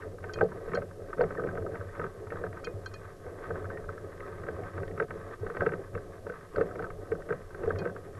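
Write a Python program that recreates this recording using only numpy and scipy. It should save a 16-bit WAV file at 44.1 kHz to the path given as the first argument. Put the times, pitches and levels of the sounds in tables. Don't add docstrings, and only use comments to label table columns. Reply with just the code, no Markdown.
import sys
import numpy as np
from scipy import signal
from scipy.io import wavfile

SR = 44100
rng = np.random.default_rng(int(sys.argv[2]) if len(sys.argv) > 2 else 0)


def log_audio(samples):
    frames = np.atleast_2d(samples).T
    limited = np.clip(frames, -1, 1)
    pcm = np.round(limited * 32767).astype(np.int16)
    wavfile.write(sys.argv[1], SR, pcm)


N = 361179

# start_s [s], level_db [dB]
RIDGES = [(0.214, -40), (0.397, -29.5), (0.531, -35), (0.733, -35), (0.879, -41), (1.012, -40),
          (1.218, -37), (1.296, -45), (1.44, -43), (1.646, -33), (1.793, -32), (1.848, -40), (1.997, -38),
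          (2.177, -37.5), (2.26, -37), (2.339, -37), (2.459, -34), (2.59, -40), (2.738, -35), (2.786, -41),
          (3.039, -39.5), (3.182, -47), (3.263, -34), (3.376, -47), (3.513, -32.5), (3.577, -39),
          (3.649, -45), (3.789, -39), (3.941, -42), (4.042, -38), (4.436, -35), (4.534, -34), (4.653, -52),
          (4.737, -41), (4.816, -46), (4.945, -50), (5.156, -40), (5.41, -28.5), (5.593, -31), (5.673, -34),
          (5.929, -37), (6.057, -50), (6.559, -37), (6.699, -44), (6.826, -34), (6.992, -39), (7.1, -34),
          (7.243, -42), (7.661, -30), (7.739, -28), (8.021, -50)]
# start_s [s], level_db [dB], pitch_hz [Hz], hardness_db above the knee [dB]
FRAME_BLOWS = [(0.141, -36, 455, -7), (0.239, -35, 586, 9), (0.262, -36, 418, 5), (0.376, -23, 470, -3),
               (0.412, -12.5, 447, 15), (.428, -15, 445, 5), (0.442, -31, 480, 15), (0.453, -34.5, 447, -6),
               (0.577, -31.5, 464, -11), (0.676, -26.5, 433, -7), (0.716, -31, 422, 3),
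               (0.739, -18, 437, -7), (0.774, -21.5, 535, 9), (0.818, -30, 453, 3), (0.995, -34.5, 460, 3),
               (1.192, -17, 490, -8), (1.208, -18, 500, 12), (1.234, -20.5, 417, -6), (1.305, -26, 444, -3),
               (1.383, -21, 440, 2), (1.435, -21, 490, -4), (1.477, -23.5, 383, 0), (1.553, -25, 564, 2),
               (1.578, -24, 450, 7), (1.662, -26, 483, -8), (1.744, -25.5, 580, 3), (1.809, -31, 450, -13),
                (1.994, -21, 480, -10), (2.037, -22, 452, -8), (2.318, -25.5, 443, 8),
               (2.352, -27.5, 433, 3), (2.392, -33, 396, 6), (2.411, -30, 430, -2), (2.438, -23.5, 480, 8),
                (2.627, -39, 415, 15), (2.669, -27.5, 450, -1), (2.762, -36, 433, 0),
               (3.263, -31, 490, 7.5), (3.352, -34, 560, -11),  (3.502, -22.5, 437, 12),
               (3.717, -35, 340, 10), (3.774, -34, 432, 1), (3.891, -32, 453, -12), (3.952, -41, 410, 5),
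               (4.049, -37, 383, 2), (4.32, -37, 412, -6), (4.437, -29, 445, 0), (4.468, -31, 424, 6),
               (4.485, -23.5, 455, 11),  (4.589, -26, 530, -1), (4.619, -30.5, 377, 13.5),
               (4.779, -28, 474, 1), (4.817, -26, 407, -4), (5.001, -20.5, 444, -7), (5.017, -21, 454, 2),
               (5.108, -26.5, 445, -12), (5.155, -32, 457, 3),  (5.43, -28.5, 441, -9),
               (5.461, -22, 455, -18), (5.502, -29.5, 447, -10), (5.549, -27.5, 405, -4),
               (5.569, -24.5, 550, 0), (5.606, -27, 440, -3), (5.619, -15, 546, 2), (5.666, -17.5, 417, -4),
               (5.72, -27.5, 435, 0), (5.736, -23, 380, 3), (5.791, -25, 338, 2), (5.952, -23.5, 417, -7),
                (6.265, -27, 406, 8), (6.298, -27.5, 435, -12), (6.543, -35.5, 428, 2),
               (6.568, -21, 555, -13), (6.58, -19.5, 457, 4), (6.597, -26, 444, 1), (6.609, -15.5, 445, -2),
               (6.635, -29, 401, -9),  (6.757, -27.5, 430, 0.5), (6.797, -23, 415, 11),
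               (6.826, -27, 464, 2),  (7.101, -40, 331, -5), (7.118, -22.5, 423, -3),
               (7.135, -28, 440, -14), (7.291, -26, 447, 5), (7.305, -24.5, 444, -3),
               (7.324, -21.5, 447, -6),  (7.635, -27, 480, 5), (7.661, -33, 387, 8), (7.675, -20.5, 446, 5),
               (7.702, -25, 523, 4.5), (7.805, -23, 342, 3), (7.826, -31, 453, -4), (7.859, -20.5, 418, -9)]
# start_s [s], level_db [dB], pitch_hz [Hz], hardness_db above the knee [dB]
FITTING_BLOWS = [(0.021, -40.5, 1600, 12), (0.033, -38, 1530, -9), (0.183, -38.5, 1310, 1),
                 (0.228, -48, 1210, 9), (0.2402, -29, 1570, 7.5),  (0.2942, -38, 1210, 2),
                 (0.338, -43, 1820, 14), (0.357, -33.5, 1510, -2), (0.387, -30, 1290, 7),
                 (0.41, -20, 1150, 3), (0.518, -28.5, 990, -11), (0.718, -36, 1530, 6),
                 (0.7343, -22.5, 1310, 6.5), (0.752, -24, 1500, 1), (0.771, -30, 1340, 10),
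                 (0.577, -45, 1800, 6), (0.819, -33.5, 1290, 6), (0.91, -40, 1540, -5),
                 (1.13, -28, 1600, 1), (1.182, -30, 1530, -2), (1.209, -19, 1250, 3),
                 (1.2383, -27.5, 1240, 6),  (1.306, -28.5, 1500, 0), (1.35, -31.5, 1110, 1),
                 (1.38, -31, 1780, -14), (1.395, -31, 1320, -18), (1.4185, -36, 1170, -15),
                 (1.4364, -29.5, 1320, 2), (1.471, -34.5, 1280, 12), (1.488, -31, 1610, -2),
                 (1.5117, -38, 1270, 2), (1.5517, -34.5, 1290, 8), (1.574, -28.5, 1550, 2),
                 (1.621, -39, 1290, 2),  (1.664, -34.5, 1280, -8), (1.7427, -38, 1500, -7),
                 (1.7546, -33.5, 1230, 10),  (1.81, -35, 1600, -10), (1.9505, -32, 1300, 4),
                 (1.995, -26, 1320, 6), (2.0148, -27, 1300, 1), (2.0407, -27.5, 1540, 3),
                 (2.0636, -32.5, 1520, -3), (2.27, -37, 1160, 2), (2.304, -42, 1320, 18),
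                 (2.321, -28.5, 1520, 0), (2.357, -36, 1480, -5), (2.4373, -27, 1510, -10),
                 (2.4642, -31, 1530, -3), (2.5285, -38, 1550, 6), (2.5707, -36.5, 1300, 7),
                 (2.6393, -35, 1270, 5), (2.6702, -28, 1490, 5),  (2.8603, -32, 1440, -13),
                 (2.939, -35, 1430, 4),  (3.262, -41.5, 1590, 6), (3.5057, -29.5, 1430, -9),
                 (3.5553, -28.5, 1280, -4), (3.599, -41, 1280, -14), (3.643, -38, 1270, 0),
                 (3.653, -33, 1610, -3), (3.701, -32, 1230, -1), (3.773, -37, 1280, 9),
                  (3.8407, -38, 1300, 0), (3.89, -29, 1320, -16), (3.9782, -34.5, 1550, -3),
                  (4.2036, -37.5, 1210, 17), (4.4355, -34.5, 1320, 4), (4.4657, -36.5, 1240, 5),
                 (4.4847, -27, 1500, 3.5), (4.6346, -37, 1310, 9), (4.778, -29.5, 1340, 4.5),
                 (4.831, -32.5, 1250, 7), (4.878, -45, 2100, 12), (4.911, -47, 2000, 13),
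                 (4.9766, -31.5, 1270, 4.5), (4.9996, -20.5, 1480, 5.5), (5.0228, -31.5, 1320, 9.5),
                  (5.1065, -29, 1240, 9.5), (5.465, -30.5, 1300, 5), (5.5, -32.5, 1320, 6),
                 (5.5476, -31.5, 1280, 4), (5.5682, -25.5, 1280, 5.5), (5.6066, -22, 1540, 4),
                 (5.619, -25, 1300, -4), (5.63, -34, 1540, -4), (5.6632, -20.5, 1310, 7),
                 (5.69, -30, 1280, 6), (5.72, -30, 1300, 7), (5.735, -30.5, 1290, 9),
                 (5.9507, -29, 1290, 7.5), (5.9755, -35, 1540, 2),  (6.2665, -31.5, 1500, -1),
                 (6.2973, -29, 1520, 3), (6.322, -38, 1270, 5), (6.339, -36, 1240, 1),
                 (6.409, -39.5, 1220, 2), (6.5592, -27, 1600, 6.5), (6.5815, -25.5, 1280, -3),
                 (6.6102, -23.5, 1480, 5.5),  (6.7109, -36, 1510, 0), (6.7557, -34.5, 1290, 8),
                 (6.7927, -25, 1500, -3), (6.8232, -29, 1280, 3.5), (6.8414, -28, 1280, -3),
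                 (6.8653, -37, 1210, -7), (6.9028, -33, 1290, 4.5), (7.118, -29, 1520, 7),
                 (7.151, -37.5, 1230, -7), (7.22, -41, 1600, 6), (7.2887, -33.5, 1290, 9.5),
                 (7.305, -26, 1500, 0), (7.3242, -25.5, 1470, 4.5), (7.5053, -37, 1560, -6),
                 (7.546, -39.5, 1560, 5), (7.633, -35, 1500, 7),  (7.675, -36, 1510, 0),
                 (7.7049, -23, 1510, -8), (7.7583, -32, 1310, 7), (7.787, -43, 1040, 0),
                 (7.8173, -33, 1470, -3), (7.853, -25.5, 1330, -1), (7.8727, -31.5, 1560, 4),
                 (7.896, -37, 1520, -2),  (7.9627, -32, 1550, 0), (8.1498, -44, 1310, 12)]
# start_s [s], level_db of the upper modes [dB], then level_db of each of the five lowest modes [dB]
CLINK_BLOWS = [(0.3356, -40.5, -62, -48, -57.5, -65, -51), (0.369, -69, -63, -72, -79, -78, -81),
               (0.748, -43.5, -71, -53, -52.5, -59, -62), (2.6448, -44, -55, -48, -57, -65, -52),
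               (2.8594, -46, -69, -51, -52.5, -65, -65), (2.9388, -47, -61, -56, -58, -67, -63),
               (7.7864, -46, -59, -53, -58, -63, -58)]
# mode_hz [Hz], width_hz [Hz], level_db [dB]
TYRE_MODES = [(84.4, 20, -13), (95.8, 14.7, 8.5), (115, 106, -10)]
# mode_hz [Hz], width_hz [Hz], level_db [dB]
FRAME_MODES = [(305.3, 12, -29), (372, 36, -9.5), (384.8, 57, -4.5), (442.3, 51, -2.16), (490.6, 28.6, -8),
               (549.3, 51, -5.5), (653, 40, -13.5), (715, 36, -12), (791, 22, -22.5), (875, 70, -27)]
# mode_hz [Hz], width_hz [Hz], level_db [dB]
FITTING_MODES = [(933, 46, -14), (983, 50, -15.5), (1118, 170, -7.5), (1279.6, 78, -4.5), (1540, 58, -5.5),
                 (1713, 113, -12), (1837, 112, -12), (1966, 167, -16), (2142, 98, -21), (2416, 150, -25.5),
                 (2635, 69, -29.5), (3430, 900, -36.5)]


def amp(db):
    return 10 ** (np.asarray(db) / 20)


def rms_one(x):
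    return x / np.sqrt(np.mean(x ** 2) + 1e-20)


def clicks(times, gains):
    train = np.zeros(N)
    index = np.minimum((np.asarray(times) * SR).astype(int), N - 1)
    np.add.at(train, index, gains)
    return train


def ring(drive, hz, width_hz):
    radius = np.exp(-np.pi * width_hz / SR)
    angle = 2 * np.pi * hz / SR
    return signal.lfilter([0, np.sin(angle)], [1, -2 * radius * np.cos(angle), radius ** 2], drive + 1e-18)


def swell(drive, hz, width_hz, rise_s):
    rise_hz = 1 / (np.pi * rise_s)
    return ring(ring(drive, hz, width_hz), hz, rise_hz) * 2 * np.pi * rise_hz / SR


def drift(per_s):
    pole = np.exp(-2 * np.pi * per_s / SR)
    settled = signal.lfilter([1], [1, -2 * pole, pole ** 2], rng.standard_normal(N + SR))[SR:]
    return rms_one(settled)


def stirred(base_db, blows, uneven_db, per_s):
    total = amp(2 * (base_db + uneven_db * drift(per_s)))
    for rows, (offset_db, rise_s, decay_s) in blows:
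        start_s, level_db = np.transpose(rows)[:2]
        power = clicks(start_s, amp(2 * (level_db + offset_db))) + 1e-18
        total = total + signal.lfilter([1], [1, -np.exp(-2 / (decay_s * SR))], power)
        total = total + signal.lfilter([0, 1], [1, -np.exp(-2 / (rise_s * SR))], power[::-1])[::-1]
    return 10 * np.log10(total)


def shaken(level_db, modes, stones_per_s, spread_db, grain, skirt):
    sizes = amp(spread_db * np.minimum(rng.exponential(1, N), 3)) * rng.choice([-1, 1], N)
    stones = rms_one(sizes * (rng.random(N) < stones_per_s / SR))
    drive = amp(level_db) * (stones + grain * rng.standard_normal((2, N)))
    out = np.zeros(N)
    for k, (hz, width_hz, db) in enumerate(modes):
        rise_s = 1 / (np.pi * skirt * width_hz)
        out += (-1) ** k * amp(db) * width_hz * swell(drive[k % 2], hz, width_hz, rise_s)
    return rms_one(out) * np.sqrt(np.mean(amp(level_db) ** 2))


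def struck(blows, modes, knee_hz, focus_db, scatter_db, damping, rise_s, bounce_s, bounce, group):
    start_s, level_db, pitch_hz, hardness_db = np.transpose(blows)
    chance = rng.standard_normal((len(start_s), len(modes) + 1))
    bounce_at_s = start_s + bounce_s * np.exp(0.4005 * chance[:, -1])
    out = np.zeros(N)
    for k, (hz, width_hz, db) in enumerate(modes):
        octaves_off = np.minimum(np.abs(np.log2(hz / pitch_hz)), .6)
        colour_db = -focus_db * octaves_off + hardness_db * (hz > knee_hz)
        gains = (-1) ** (k // group) * amp(level_db + db + colour_db + scatter_db * chance[:, k])
        drive = clicks(start_s, gains) + clicks(bounce_at_s, bounce * gains)
        out += swell(drive, hz, damping * width_hz, rise_s)
    return out


def amplifier():
    hiss = rms_one(signal.lfilter([1], [1, -0.23], rng.standard_normal(N)))
    whistle = rms_one(swell(rng.standard_normal(N), 11585, width_hz=25, rise_s=.01))
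    return amp(-66) * hiss + amp(-89) * whistle


def insect(level_db, uneven_db, width_hz):
    first_s, pulses_per_s, pitch_hz = .024, 21.97, 5450
    start_s = np.arange(first_s, N / SR, 1 / pulses_per_s)
    gains = amp(level_db + uneven_db * rng.standard_normal(len(start_s)))
    return swell(clicks(start_s, gains), pitch_hz, width_hz, rise_s=0.0029)


def squeaks(width_hz):
    # start_s [s], length_s [s], pitch_hz [Hz], level_db before the stroke [dB]
    squeak_rows = [(1.369, 0.015, 1760, -40), (1.892, .025, 1836, -51.5), (2.949, .02, 1750, -55),
                   (3.713, 0.066, 1820, -52.5), (4.21, 0.052, 1267, -47), (4.243, 0.024, 1880, -55),
                   (5.303, .025, 1800, -55)]
    t = np.arange(N) / SR
    rub = rng.standard_normal(N)
    out = np.zeros(N)
    for start_s, length_s, pitch_hz, level_db in squeak_rows:
        stroke = np.sin(np.pi * np.clip((t - start_s) / length_s, 0, 1))
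        out += amp(level_db) * stroke * rms_one(swell(rub, pitch_hz, width_hz, rise_s=0.0019))
    return out


def cracks(width_hz, rise_s):
    # start_s [s], upper_level_db [dB], lower_level_db [dB]
    crack_rows = [(0.414, -49, -51.5), (0.4379, -50.5, -60), (1.2156, -41, -52.5), (4.8787, -56.5, -49),
                  (5.568, -52, -59.5), (5.6047, -56, -57), (5.6635, -55, -57), (6.562, -42.5, -52),
                  (6.6104, -51, -57.5), (6.8249, -52, -60.5), (6.8424, -54.5, -65), (7.6934, -57.5, -49)]
    crack_pitches = 4460, 3370
    start_s, *levels_db = np.transpose(crack_rows)
    out = np.zeros(N)
    for hz, level_db in zip(crack_pitches, levels_db):
        drive = clicks(start_s, amp(level_db)) + clicks(start_s + 0.0019, amp(level_db - 3.5))
        out += swell(drive, hz, width_hz, rise_s)
    return out


def snaps(low_hz, high_hz):
    start_s, level_db = np.transpose(CLINK_BLOWS)[:2]
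    offset_db, decay_s = -6, 0.0027
    train = clicks(start_s, amp(level_db + offset_db)) + 1e-18
    envelope = signal.lfilter([1], [1, -np.exp(-1 / (decay_s * SR))], train)
    band = signal.butter(2, [low_hz, high_hz], "band", fs=SR, output="sos")
    return signal.sosfilt(band, envelope * rng.standard_normal(N))


def clinks():
    # mode_hz [Hz], level_db [dB], t60_s [s], rise_s [s]
    metal_modes = [(2477, 8.5, 0.16, 0.00081), (3168, 8, 0.036, 0.0041), (4197, 7.5, 0.07, 0.001),
                   (4540, 8, 0.066, .002), (4706, 11, 0.016, 0.0009), (5550, 1.5, 0.011, 0.00037),
                   (5850, -9, 0.028, 0.00065), (6675, -10, 0.04, 0.00051)]
    start_s, upper_db, *own_db = np.transpose(CLINK_BLOWS)
    chance_db = rng.standard_normal((len(start_s), len(metal_modes)))
    out = np.zeros(N)
    for k, (hz, db, t60_s, rise_s) in enumerate(metal_modes):
        blow_db = own_db[k] if k < len(own_db) else upper_db + chance_db[:, k]
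        gains = amp(db + blow_db)
        drive = clicks(start_s, gains) + clicks(start_s + .004, .5 * gains)
        width_hz = np.log(1000) / np.pi / t60_s
        out += swell(drive, hz, width_hz, rise_s)
    return out


def road():
    # time_s [s], tyres_db [dB], frame_db [dB], fittings_db [dB]
    road_rows = [(0.0, -47, -47.5, -59.5), (0.57, -48, -44, -56), (1.12, -52, -47, -56),
                 (1.43, -42.5, -40, -60), (2.03, -52.5, -46.5, -57.5), (2.6, -45.5, -44, -56.5),
                 (3.13, -51.5, -49, -58), (3.74, -43.5, -42, -55), (4.1, -53, -47, -55.5),
                 (4.72, -42, -43.5, -55.5), (5.29, -50, -46.5, -55.5), (5.63, -50, -53, -55),
                 (5.95, -45.5, -47.5, -60.5), (6.55, -52, -50, -57), (6.68, -50, -41.5, -58),
                 (7.46, -52.5, -50.5, -57), (7.82, -47, -39, -66.5), (8.19, -44, -49.5, -53)]
    time_s, *levels_db = np.transpose(road_rows)
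    return [np.interp(np.arange(N) / SR, time_s, level_db) for level_db in levels_db]


def lulls():
    # centre_s [s], length_s [s], depth_db [dB], negative for a lift
    lull_rows = [(0.168, 0.065, 4), (0.475, 0.043, 4.5), (0.6, 0.044, 2.5), (0.96, 0.055, 3.5),
                 (1.116, 0.043, 8), (1.16, 0.03, 9), (1.28, 0.036, 3), (1.915, .07, 4), (2.116, 0.1, 4.5),
                 (2.39, 0.052, 2), (3.203, 0.11, 2.5), (4.012, .05, 1), (4.103, 0.032, 2),
                 (4.715, 0.065, 5), (5.069, 0.054, 10), (5.373, 0.081, 7), (5.535, 0.036, 2),
                 (5.796, .05, 3), (6.11, .06, 2), (6.49, 0.11, 3), (7.05, .06, 2), (7.406, .08, -4),
                 (8.014, 0.076, 4)]
    t = np.arange(N) / SR
    out_db = np.zeros(N)
    for centre_s, length_s, depth_db in lull_rows:
        out_db -= depth_db * np.cos(np.pi * np.clip((t - centre_s) / length_s, -.5, .5)) ** 2
    return out_db


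def chair_bounce():
    # start_s [s], level_db [dB]
    lurch_rows = [(0.272, -49), (0.671, -44), (1.024, -47), (1.21, -40), (1.57, -42), (2.272, -63),
                  (3.555, -61), (3.794, -41), (4.248, -58), (4.591, -50), (4.871, -44), (5.432, -45),
                  (5.933, -51.5), (6.585, -48), (6.902, -39), (7.197, -49), (7.449, -50), (7.656, -41)]
    # offset_db [dB], rise_s [s], decay_s [s]
    lurch_shake = (-2, 0.047, 0.071)
    # mode_hz [Hz], width_hz [Hz], level_db [dB]
    chair_modes = [(32, 13, 0)]
    level_db = stirred(-54.5, [(lurch_rows, lurch_shake)], uneven_db=0.5, per_s=3.3)
    return shaken(level_db, chair_modes, stones_per_s=70, spread_db=8.0, grain=3.0, skirt=2.6)


def fork_shaking(tyres_db, frame_db, lull_db):
    # offset_db [dB], rise_s [s], decay_s [s]
    fork_shake = (-22, 0.02, 0.051)
    # mode_hz [Hz], width_hz [Hz], level_db [dB]
    fork_modes = [(139.6, 52, -22), (170.9, 36.6, 1.5), (202, 59, -10), (262, 65, -10.5)]
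    base_db = 0.49 * tyres_db + 0.57 * frame_db - 7
    level_db = stirred(base_db, [(FRAME_BLOWS, fork_shake)], uneven_db=1.5, per_s=11.0)
    return shaken(level_db + lull_db, fork_modes, stones_per_s=86, spread_db=1.0, grain=1.96, skirt=2.35)


def tyre_rumble(tyres_db, lull_db):
    # offset_db [dB], rise_s [s], decay_s [s]
    thump_shake = (-11.5, 0.03, 0.033)
    level_db = stirred(tyres_db, [(RIDGES, thump_shake)], uneven_db=2.5, per_s=23.0)
    return shaken(level_db + lull_db, TYRE_MODES, stones_per_s=69, spread_db=3.0, grain=1.8, skirt=3.4)


def thumps(offset_db, rise_s):
    start_s, level_db = np.transpose(RIDGES)
    hz, width_hz, _ = TYRE_MODES[1]
    gains = amp(level_db + offset_db) * rng.choice([-1, 1], len(start_s))
    return swell(clicks(start_s, gains), hz, width_hz, rise_s)


def frame_shaking(frame_db, lull_db):
    # offset_db [dB], rise_s [s], decay_s [s]
    bump_shake = (-18, 0.022, 0.03)
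    level_db = stirred(frame_db, [(FRAME_BLOWS, bump_shake)], uneven_db=2.0, per_s=5.5)
    return shaken(level_db + lull_db, FRAME_MODES, stones_per_s=150, spread_db=0.5, grain=1.17, skirt=3.6)


def fittings_rattle(fittings_db, lull_db):
    # start_s [s], level_db [dB]
    scuff_rows = [(0.01, -46.5), (0.3, -50), (1.46, -49), (2.4, -47.5), (3.28, -48), (3.56, -52),
                  (3.7, -60), (4.13, -56), (4.22, -56), (4.29, -68), (4.56, -47), (4.66, -46), (4.88, -59),
                  (5.22, -54), (5.42, -51), (6.14, -51), (6.36, -47), (6.69, -47), (6.94, -63), (7.09, -73),
                  (7.66, -46), (7.8, -43)]
    # offset_db [dB], rise_s [s], decay_s [s]
    knock_shake = (-22.5, 0.014, 0.03)
    scuff_shake = (-2.3, 0.034, 0.034)
    blows = [(FITTING_BLOWS, knock_shake), (scuff_rows, scuff_shake)]
    level_db = stirred(fittings_db, blows, uneven_db=4.0, per_s=5.8)
    return shaken(level_db + lull_db, FITTING_MODES, stones_per_s=180, spread_db=2.0, grain=1.0, skirt=4.7)


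def ticks(offset_db, hz, width_hz):
    start_s, level_db, _, hardness_db = np.transpose(FITTING_BLOWS)
    gains = amp(level_db + hardness_db + offset_db)
    return swell(clicks(start_s, gains), hz, width_hz, rise_s=0.00018)


def knocks():
    rings = struck(FITTING_BLOWS, FITTING_MODES, knee_hz=1750, focus_db=9.0, scatter_db=3.0, damping=0.93,
                   rise_s=0.00018, bounce_s=0.002987, bounce=0.41, group=1)
    touches = ticks(offset_db=-15, hz=2190, width_hz=710)
    contact = signal.butter(6, 2940, fs=SR, output="sos")
    return signal.sosfilt(contact, rings + touches)


def bumps():
    return struck(FRAME_BLOWS, FRAME_MODES, knee_hz=600, focus_db=22.5, scatter_db=3.5, damping=0.86,
                  rise_s=0.0026, bounce_s=0.008046, bounce=0.48, group=2)


def scene():
    background = amplifier() + insect(level_db=-66.0, uneven_db=2.5, width_hz=98)
    small = squeaks(width_hz=93) + cracks(width_hz=390, rise_s=0.00033)
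    small = small + snaps(low_hz=1500, high_hz=7500) + clinks()
    tyres_db, frame_db, fittings_db = road()
    lull_db = lulls()
    low = chair_bounce() + tyre_rumble(tyres_db, lull_db) + thumps(offset_db=1.0, rise_s=0.0062)
    low = signal.lfilter(*signal.iirnotch(52.7, 1.6, fs=SR), low)
    fork = fork_shaking(tyres_db, frame_db, lull_db)
    frame = frame_shaking(frame_db, lull_db)
    fittings = fittings_rattle(fittings_db, lull_db)
    rolling = low + fork + frame + fittings
    return (background + small + rolling + knocks() + bumps())[None]


def record(dry):
    return signal.sosfilt(signal.cheby2(16, 45, 12850, fs=SR, output="sos"), dry)


dry = scene()
out = record(dry)
log_audio(out)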